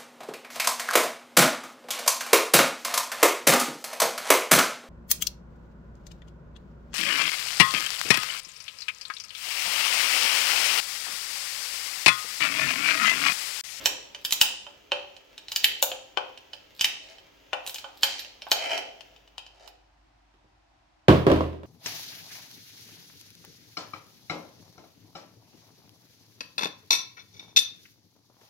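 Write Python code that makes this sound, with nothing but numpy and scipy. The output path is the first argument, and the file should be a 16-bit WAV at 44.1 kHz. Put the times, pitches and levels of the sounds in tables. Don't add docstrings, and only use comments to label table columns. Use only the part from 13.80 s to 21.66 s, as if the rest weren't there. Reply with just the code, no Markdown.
import sys
import numpy as np
from scipy import signal
from scipy.fft import rfft, irfft, next_fast_len
from scipy.io import wavfile
from scipy.ndimage import uniform_filter1d

SR = 44100
rng = np.random.default_rng(int(sys.argv[2]) if len(sys.argv) > 2 else 0)


def pcm_store(signal):
    levels = np.round(np.clip(np.atleast_2d(signal), -1, 1) * 32767)
    wavfile.write(sys.argv[1], SR, levels.astype(np.int16).T)


N = 346626
TIME = np.arange(N) / SR
RING_TIME = np.arange(SR * 3 // 4) / SR

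# (time [s], bar ring [dB], then relative to the bar:
# lid [dB], crack [dB], tick [dB]; left minus right [dB])
SNAPS = [(0.0578, -14.5, -18, -4, -2, -5.5), (0.4493, -22.5, -47, -4.5, -2.5, -2.5),
         (0.508, -31, -34, -4, 3, -4), (0.5237, -22.5, -42, 2.5, 7, -4.5), (0.613, -8.5, -31, -7, -2, -2),
         (1.5785, -39, -20.5, -1.5, -15, -1.5), (1.6832, -38, -24, -0.5, -19.5, -3.5),
         (1.7183, -30, -26, -1.5, -2.5, -1.5), (1.7608, -21, -44, 0, -1.5, -1.5),
         (1.8429, -9, -51.5, -8, -6.5, -1), (2.0257, -22.5, -1, 0.5, 11, 1.5),
         (2.9936, -33.5, -28, -4, -18, -4), (3.01, -18, -40, -4.5, -7.5, -1),
         (3.044, -13, -40.5, -8, -9.5, -1), (3.8644, -35.5, -21.5, -7, 1.5, -4),
         (3.8749, -37, -8, 2, 6, -1.5), (3.8949, -37, -22, -2.5, 4, -1.5),
         (3.9443, -39, -11.5, 0, 8.5, 1.5), (3.959, -33.5, -32.5, -8, -7, -2),
         (3.9835, -34.5, -28, -4.5, -7, 0), (4.2326, -12.5, -24.5, -6, -6.5, -2.5),
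         (4.3937, -39, -36, 4.5, 3.5, -6), (4.7156, -15, -7.5, -1.5, -4, -2),
         (4.9771, -29.5, -7, -5, -11.5, -9), (5.8765, -48.5, -10, -3.5, -4, -15.5)]
# (time [s], bar ring [dB], can wall relative to it [dB], left minus right [dB])
POPS = [(0.8662, -38, -5.5, -7.5), (1.1187, -16.5, -9.5, -1.5), (2.1164, -25.5, -13.5, 2),
        (2.3724, -22.5, 0.5, 15), (3.731, -23, -1.5, 8.5), (4.0426, -35, 1, -4.5), (4.6678, -41.5, 8, -3)]
POP_LID_DB, POP_CRACK_DB, POP_TICK_DB = -6.5, -15.5, -41
# (time [s], bar ring [dB], left minus right [dB])
CLACKS = [(0.3471, -33, -3), (1.3653, -42.5, -8), (2.575, -41, -5), (2.7325, -33.5, -5),
          (3.3831, -45.5, -4), (4.447, -39.5, -5.5), (4.6198, -33.5, -2), (5.2079, -41.5, 10.5),
          (5.3621, -51, 7), (5.476, -52, 2), (5.5801, -32.5, 8.5), (5.664, -44, -2)]
CLACK_LID_DB, CLACK_WALL_DB, CLACK_CRACK_DB, CLACK_TICK_DB = -13.5, -13.5, -8, -25.5
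WALL_DB, WALL_FOLLOWS = -2.5, 0.48
REBOUND_S, REBOUND_JITTER, REBOUND_DB = 0.011, 0.21, -13

# (frequency [Hz], level [dB], t60 [s])
BAR_MODES = [(1867, -2, 0.0087), (2450, -2.5, 0.013), (2570, -10.5, 0.056), (2910, -4.5, 0.033),
             (2870, 4.5, 0.0083), (3153, 3, 0.038), (2684, -22, 0.51), (2940, -21.5, 0.13),
             (3680, -5.5, .02)]
# (frequency [Hz], level [dB], t60 [s])
WALL_MODES = [(820, -2, 0.036), (916, -7.5, 0.16), (1094.6, 5.5, 0.01), (1246, -11, 0.063),
              (1460, -10.5, 0.042), (1627, -5.5, 0.083)]
# (frequency [Hz], level [dB], t60 [s])
LID_MODES = [(364, -10.5, 0.047), (439.8, -5, 0.014), (504, -10, 0.5), (561, -12, 0.36), (660, 6.5, 0.0097),
             (717, -16, 0.35)]
# (time [s], pitch ratio, t60 of the added damping [s])
LID_STATE = [(0, 1.03, 2.7), (3.802, 1.033, 1.6), (4.7, 1.18, 0.17), (5.9, 1.58, 0.22)]
# (frequency [Hz], level [dB])
CRACK_COLOUR = [(150, -20), (1200, -18), (2500, -12.5), (3800, 5), (5300, 1.5), (7000, -8), (9000, -15),
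                (16000, -34)]
# (frequency [Hz], level [dB])
TICK_COLOUR = [(3000, -21.5), (7000, -0.5), (8800, -7.5), (10200, -8.5), (12000, -1), (15700, -5.5),
               (17000, -12.5)]

# (start [s], end [s], then at the end: lid [dB], bar [dB], grit [dB];
# swell over its length [dB], pitch ratio)
SCRAPES = [(3.19, 3.315, -54.5, -52, -48.5, 10, 0.96), (4.232, 4.417, -74, -48.5, -43.5, -10.5, 0.98),
           (4.764, 4.928, -28.5, -24, -32.5, 13.5, 0.94), (5.697, 5.85, -49.5, -55, -53, 17.5, 1.05)]
SCRAPE_ATTACK_S, SCRAPE_RELEASE_DB_PER_S = 0.0089, 327.5
# (frequency [Hz], level [dB])
LOOSE_LID_COLOUR = [(150, -28), (330, -12), (500, -5.5), (610, 0), (700, 7.5), (820, 2), (1050, -16),
                    (1400, -9), (2200, -26.5), (6000, -70.5)]
# (frequency [Hz], level [dB])
RUBBED_BAR_COLOUR = [(900, -38), (1800, -3.5), (2400, 0), (2800, -5.5), (3050, 10), (3400, -6.5),
                     (6000, -31)]
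# (frequency [Hz], level [dB], t60 [s])
LID_SINGS = [(705, -12, 0.1), (690, -12, 0.1006), (687, -1.5, 0.25)]
# (frequency [Hz], level [dB], t60 [s])
BAR_SINGS = [(2205, -6.5, 0.13), (2597, -3.5, 0.13), (2800, -1, 0.13)]

# (frequency [Hz], level [dB])
ROLL_COLOUR = [(150, -2), (400, 0), (750, -4.5), (1200, -7.5), (2200, -4.5), (3100, 1), (3800, -7),
               (6500, -11.5), (9000, -28), (15000, -18)]
ROLL_DB, EASE_S, EASE_DB_PER_S = -56.5, 5.26, 30
FIRST_TAIL_DB, FIRST_TAIL_DB_PER_S = -39.5, 89.5
STRAIN_DB, STRAIN_BUILD_S, STRAIN_RELAX_S = -33.5, 0.025, 0.082

# (time [s], thud [dB], clatter [dB])
THUDS = [(6.540, -65.5, -59.5), (6.642, -61.5, -70), (7.283, -6.5, -9), (7.294, -8.5, -25),
         (7.326, -15.5, -40), (7.467, -10.5, -18), (7.501, -12, -24.5), (7.516, -13.5, -19.5),
         (7.562, -23, -29), (7.607, -20.5, -28.5), (7.73, -40, -44), (7.833, -40.5, -44)]
# (frequency [Hz], level [dB], t60 [s])
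BENCH_MODES = [(82.4, -8, 0.64), (128.4, -4.5, 0.64), (161, -6, 0.42), (204, -1, 0.3), (269, -8.5, 0.38),
               (322, 4.5, 0.21), (385.7, -3, 0.24), (401.2, 3.5, 0.16), (529, 5, 0.095), (638, -1, 0.126),
               (726, -12, 0.36), (1000, -15, 0.27), (1123, 1.5, 0.042), (1650, -7, 0.092)]
# (frequency [Hz], level [dB])
BENCH_COLOUR = [(25, -24), (45, -7), (90, -7.5), (130, -1.5), (400, -3.5), (540, -3), (750, -15),
                (1100, -12.5), (1400, -26), (2500, -40), (5000, -62)]
# (frequency [Hz], level [dB])
CLATTER_COLOUR = [(300, -6), (1000, 7.5), (1750, 2), (2200, -0.5), (3000, 0), (4500, -9), (8000, -23.5),
                  (14000, -25), (17000, -34)]

# (frequency [Hz], t60 [s], level [dB])
GARAGE = [(115, 0.91, -12.5), (440, 0.73, 2.5), (1310, 0.38, 1.5), (2900, 0.56, -5), (6140, 0.5, -4.5),
          (12000, 0.2, -4.5)]
# (frequency [Hz], level [dB])
AIR_COLOUR = [(15, -44), (25, -8), (59, -9.5), (120, -11), (175, -24.5), (263, -24.5), (309, -18),
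              (439, -42.5), (714, -24.5), (988, -30), (1330, -34.5), (1440, -34), (5430, -44.5),
              (16000, -74)]
AIR_DB = -69
HUM_HZ, HUM_DB, HUM_SWELL_DB, HISS_SWELL_DB = 49.6, -74, 8.5, 14
SWELL_START_S, SWELL_RISE_S, SETTLE_END_S, SETTLE_S = 4.9, 0.68, 7.23, 0.71


def undb(db):
    return 10 ** (np.asarray(db) / 20)


def unit(x):
    return x / np.sqrt(np.sum(x ** 2) + 1e-18)


def fade(t60):
    return np.exp(-np.log(1000) * RING_TIME / t60)


def ramp(start, seconds):
    return np.clip((TIME - start) / seconds, 0, 1)


def late(x, seconds):
    return np.interp(RING_TIME - seconds, RING_TIME, x, left=0)


def pan(left_minus_right_db):
    return undb(np.array([[left_minus_right_db], [-left_minus_right_db]]) / 2)


def add(out, s, sound):
    start = int(s * SR)
    out[..., start:start + sound.shape[-1]] += sound[..., :N - start]


def colour(x, points):
    size = next_fast_len(2 * x.shape[-1], True) // 2 * 2
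    hz, db = np.transpose(points)
    log_hz = np.log(np.arange(size // 2 + 1) * SR / size + 1)
    cepstrum = irfft(np.log(undb(np.interp(log_hz, np.log(hz), db))))
    cepstrum[1:size // 2] *= 2
    cepstrum[size // 2 + 1:] = 0
    return irfft(rfft(x, size) * np.exp(rfft(cepstrum)))[..., :x.shape[-1]]


def ring(modes, pitch=0.92, scatter_db=2.0, detune=0.0113):
    out = 0
    for (hz, db, t60), (size, shift, sign) in zip(modes, rng.standard_normal((len(modes), 3))):
        mode_hz = hz * pitch * (1 + detune * shift)
        gain = np.sign(sign) * undb(db + scatter_db * size)
        out = out + gain * fade(t60) * np.cos(2 * np.pi * mode_hz * RING_TIME)
    edges = [0.5 * modes[0][0], 1.25 * pitch * modes[-1][0]]
    return unit(signal.sosfilt(signal.butter(2, edges, "band", fs=SR, output="sos"), out))


def burst(points, t60):
    return unit(colour(rng.standard_normal(len(RING_TIME)) * fade(t60), points))


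def excite(force, points):
    return unit(colour(force, points)) * np.sqrt(N)


def grit(rate, spread_db):
    strength = undb(spread_db * np.minimum(rng.exponential(size=N), 4))
    return (rng.random(N) < rate / SR) * rng.standard_normal(N) * strength


def all_round(x):
    power = uniform_filter1d(np.abs(rfft(x)) ** 2, size=140)
    return np.roll(irfft(np.sqrt(np.abs(power))), 128)[:512]


def blows():
    tears = [(s, db, lid, WALL_DB + WALL_FOLLOWS * lid, crack, tick, pan_db)
             for s, db, lid, crack, tick, pan_db in SNAPS]
    pops = [(s, db, POP_LID_DB, wall, POP_CRACK_DB, POP_TICK_DB, pan_db) for s, db, wall, pan_db in POPS]
    clacks = [(s, db, CLACK_LID_DB, CLACK_WALL_DB, CLACK_CRACK_DB, CLACK_TICK_DB, pan_db)
              for s, db, pan_db in CLACKS]
    return tears + pops + clacks


def cutter_and_can(bar_db=21, lid_db=22, wall_db=20, crack_db=25, tick_db=21,
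                   crack_t60=0.023, tick_t60=0.007, rise_s=0.00022, lag_s=0.00003,
                   scatter_db=-7, scatter_t60=0.081, lead_db=-23, lead_s=0.0048, lid_room_db=-3):
    near, to_room = np.zeros((2, N)), np.zeros(N)
    when, *lid_state = np.transpose(LID_STATE)
    for s, db, lid, wall, crack, tick, pan_db in blows():
        bar_ring = undb(bar_db) * ring(BAR_MODES, pitch=0.97, scatter_db=1.85, detune=0.012)
        wall_ring = undb(wall_db + wall) * ring(WALL_MODES, scatter_db=1.0, detune=0.016)
        tear = undb(crack_db + crack) * burst(CRACK_COLOUR, crack_t60)
        body = (bar_ring + wall_ring + tear) * (1 - np.exp(-RING_TIME / rise_s))
        body = undb(db) * (body + undb(tick_db + tick) * burst(TICK_COLOUR, tick_t60))

        pitch, held_t60 = (np.interp(s, when, column) for column in lid_state)
        lid_ring = unit(ring(LID_MODES, pitch, scatter_db=4.0, detune=0.0069) * fade(held_t60))
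        drum = undb(db + lid_db + lid) * lid_ring

        spread = all_round(body)
        echoes = [unit(noise * fade(scatter_t60)) for noise in rng.standard_normal((2, len(RING_TIME)))]
        scatter = np.array([signal.fftconvolve(echo, spread)[:len(RING_TIME)] for echo in echoes])
        direct = np.array([body, late(body, lag_s)])
        add(near, s, pan(pan_db) * (drum + direct + undb(scatter_db) * scatter))
        add(near, s - lead_s, undb(lead_db) * body)
        rebound_s = REBOUND_S * np.exp(REBOUND_JITTER * rng.standard_normal())
        add(near, s + rebound_s, undb(REBOUND_DB) * body)
        add(to_room, s, spread)
        add(to_room, s, undb(lid_room_db) * drum * fade(0.18))
    return near, to_room


def scrapes(slip_hz=85, uneven=0.25, slip_t60=0.034, lid_db=-4, bar_db=-5, grit_db=-4, sing_db=-7):
    slips = np.zeros(N)
    times = np.cumsum(np.exp(uneven * rng.standard_normal(1200))) / slip_hz
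    slips[(times[times < N / SR] * SR).astype(int)] = 1
    slips = slips * undb(2 * rng.standard_normal(N))
    force = grit(5000, 2.7) * signal.fftconvolve(slips, fade(slip_t60))[:N]
    rubbed_lid = excite(force, LOOSE_LID_COLOUR)
    rubbed_bar = excite(force, RUBBED_BAR_COLOUR)
    gritty = excite(force, CRACK_COLOUR)

    def song(modes, pitch):
        sung = signal.fftconvolve(force, ring(modes, pitch, scatter_db=1, detune=0))[:N]
        return undb(sing_db) * unit(sung) * np.sqrt(N)

    out = 0
    for start, end, lid, bar, rough, swell, pitch in SCRAPES:
        swell_db = swell * (ramp(start, end - start) - 1)
        release_db = SCRAPE_RELEASE_DB_PER_S * np.clip(TIME - end, 0, 1)
        pressure = ramp(start, SCRAPE_ATTACK_S) * undb(swell_db - release_db)
        lid_sound = undb(lid_db + lid) * (rubbed_lid + song(LID_SINGS, pitch))
        bar_sound = undb(bar_db + bar) * (rubbed_bar + song(BAR_SINGS, pitch))
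        out = out + pressure * (lid_sound + bar_sound + undb(grit_db + rough) * gritty)
    return out


def rolling(roll_db=-4, crackle_hz=110, crackle_db=-30, crackle_tick_db=-4, crackle_build_s=0.034):
    force = grit(7000, 2.2) + 6 * grit(16, 1.5)
    steady = undb(ROLL_DB - EASE_DB_PER_S * np.maximum(TIME - EASE_S, 0))
    effort = steady + undb(FIRST_TAIL_DB - FIRST_TAIL_DB_PER_S * TIME)
    yielding = np.zeros(N)
    for s, db, lid, crack, *_ in SNAPS:
        strain = np.exp(-np.maximum((s - TIME) / STRAIN_BUILD_S, (TIME - s) / STRAIN_RELAX_S))
        effort = np.maximum(effort, undb(db + STRAIN_DB) * strain)
        build = (TIME < s) * np.exp(-np.abs(TIME - s) / crackle_build_s)
        yielding += undb(db + crack + crackle_db) * build
    cracks = grit(crackle_hz, 1.5)
    crackle = excite(cracks, CRACK_COLOUR) + undb(crackle_tick_db) * excite(cracks, TICK_COLOUR)
    return excite(force, ROLL_COLOUR) * effort * undb(roll_db) + yielding * crackle


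def bench(modes_db=26, board_db=24, clatter_db=20, clack_db=17,
          board_t60=0.29, clatter_t60=0.43, clack_t60=0.021, lag_s=0.00025, pan_db=-2.0):
    out = np.zeros((2, N))
    for s, thud, clatter in THUDS:
        boom = undb(modes_db) * ring(BENCH_MODES, pitch=0.99, scatter_db=3.5, detune=0.0065)
        boom = boom + undb(board_db) * burst(BENCH_COLOUR, board_t60)
        rattle = np.array([undb(clatter_db) * burst(CLATTER_COLOUR, clatter_t60)
                           + undb(clack_db) * burst(CLATTER_COLOUR, clack_t60) for _ in range(2)])
        add(out, s, undb(thud) * np.array([late(boom, lag_s), boom]) + undb(clatter) * rattle)
    return out * pan(pan_db)


def garage(x, gap_s=0.0012):
    hz, t60, db = np.transpose(GARAGE)
    noise = rfft(rng.standard_normal((2, len(RING_TIME))))
    log_hz = np.log(np.arange(noise.shape[-1]) * SR / len(RING_TIME) + 1)
    onset = np.clip(RING_TIME / gap_s - 1, 0, 1)
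    tail = 0
    for k, share in enumerate(np.eye(len(hz))):
        band = irfft(noise * np.interp(log_hz, np.log(hz), share), len(RING_TIME))
        tail = tail + undb(db[k]) * band * unit(fade(t60[k]) * onset)
    return signal.fftconvolve(x[None], tail, axes=1)[:, :N]


def background(waver=0.18, rumble_db=-2, hiss_db=-11):
    rumble, left, right = (excite(noise, AIR_COLOUR) for noise in rng.standard_normal((3, N)))
    treble = signal.butter(2, 400, "high", fs=SR, output="sos")
    hiss = unit(signal.sosfilt(treble, [left, right])) * np.sqrt(2 * N)
    wavering = 1 + waver * np.interp(np.linspace(0, 39, N), np.arange(40), rng.standard_normal(40))
    hum = np.sqrt(2) * wavering * np.sin(2 * np.pi * HUM_HZ * TIME)
    swell = ramp(SWELL_START_S, SWELL_RISE_S)
    settle = ramp(SETTLE_END_S - SETTLE_S, SETTLE_S)
    hum_db = HUM_DB + HUM_SWELL_DB * (swell - settle)
    air = undb(rumble_db) * rumble + undb(hiss_db + HISS_SWELL_DB * swell) * hiss
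    return undb(AIR_DB) * air + undb(hum_db) * hum


def scene():
    near, to_room = cutter_and_can()
    friction = scrapes() + rolling()
    drop = bench()
    reverb = garage(to_room + undb(3.5) * friction + undb(-11) * drop.mean(axis=0))
    return near + undb(-3.0) * friction + drop + reverb + background()


def record(dry):
    thin = signal.sosfilt(signal.butter(4, 34, "high", fs=SR, output="sos"), dry)
    top_cut = signal.ellip(8, 0.2, 70, 16150, fs=SR, output="sos")
    return signal.sosfilt(top_cut, np.clip(thin, -1, 1))


dry = scene()
out = record(dry)
pcm_store(out)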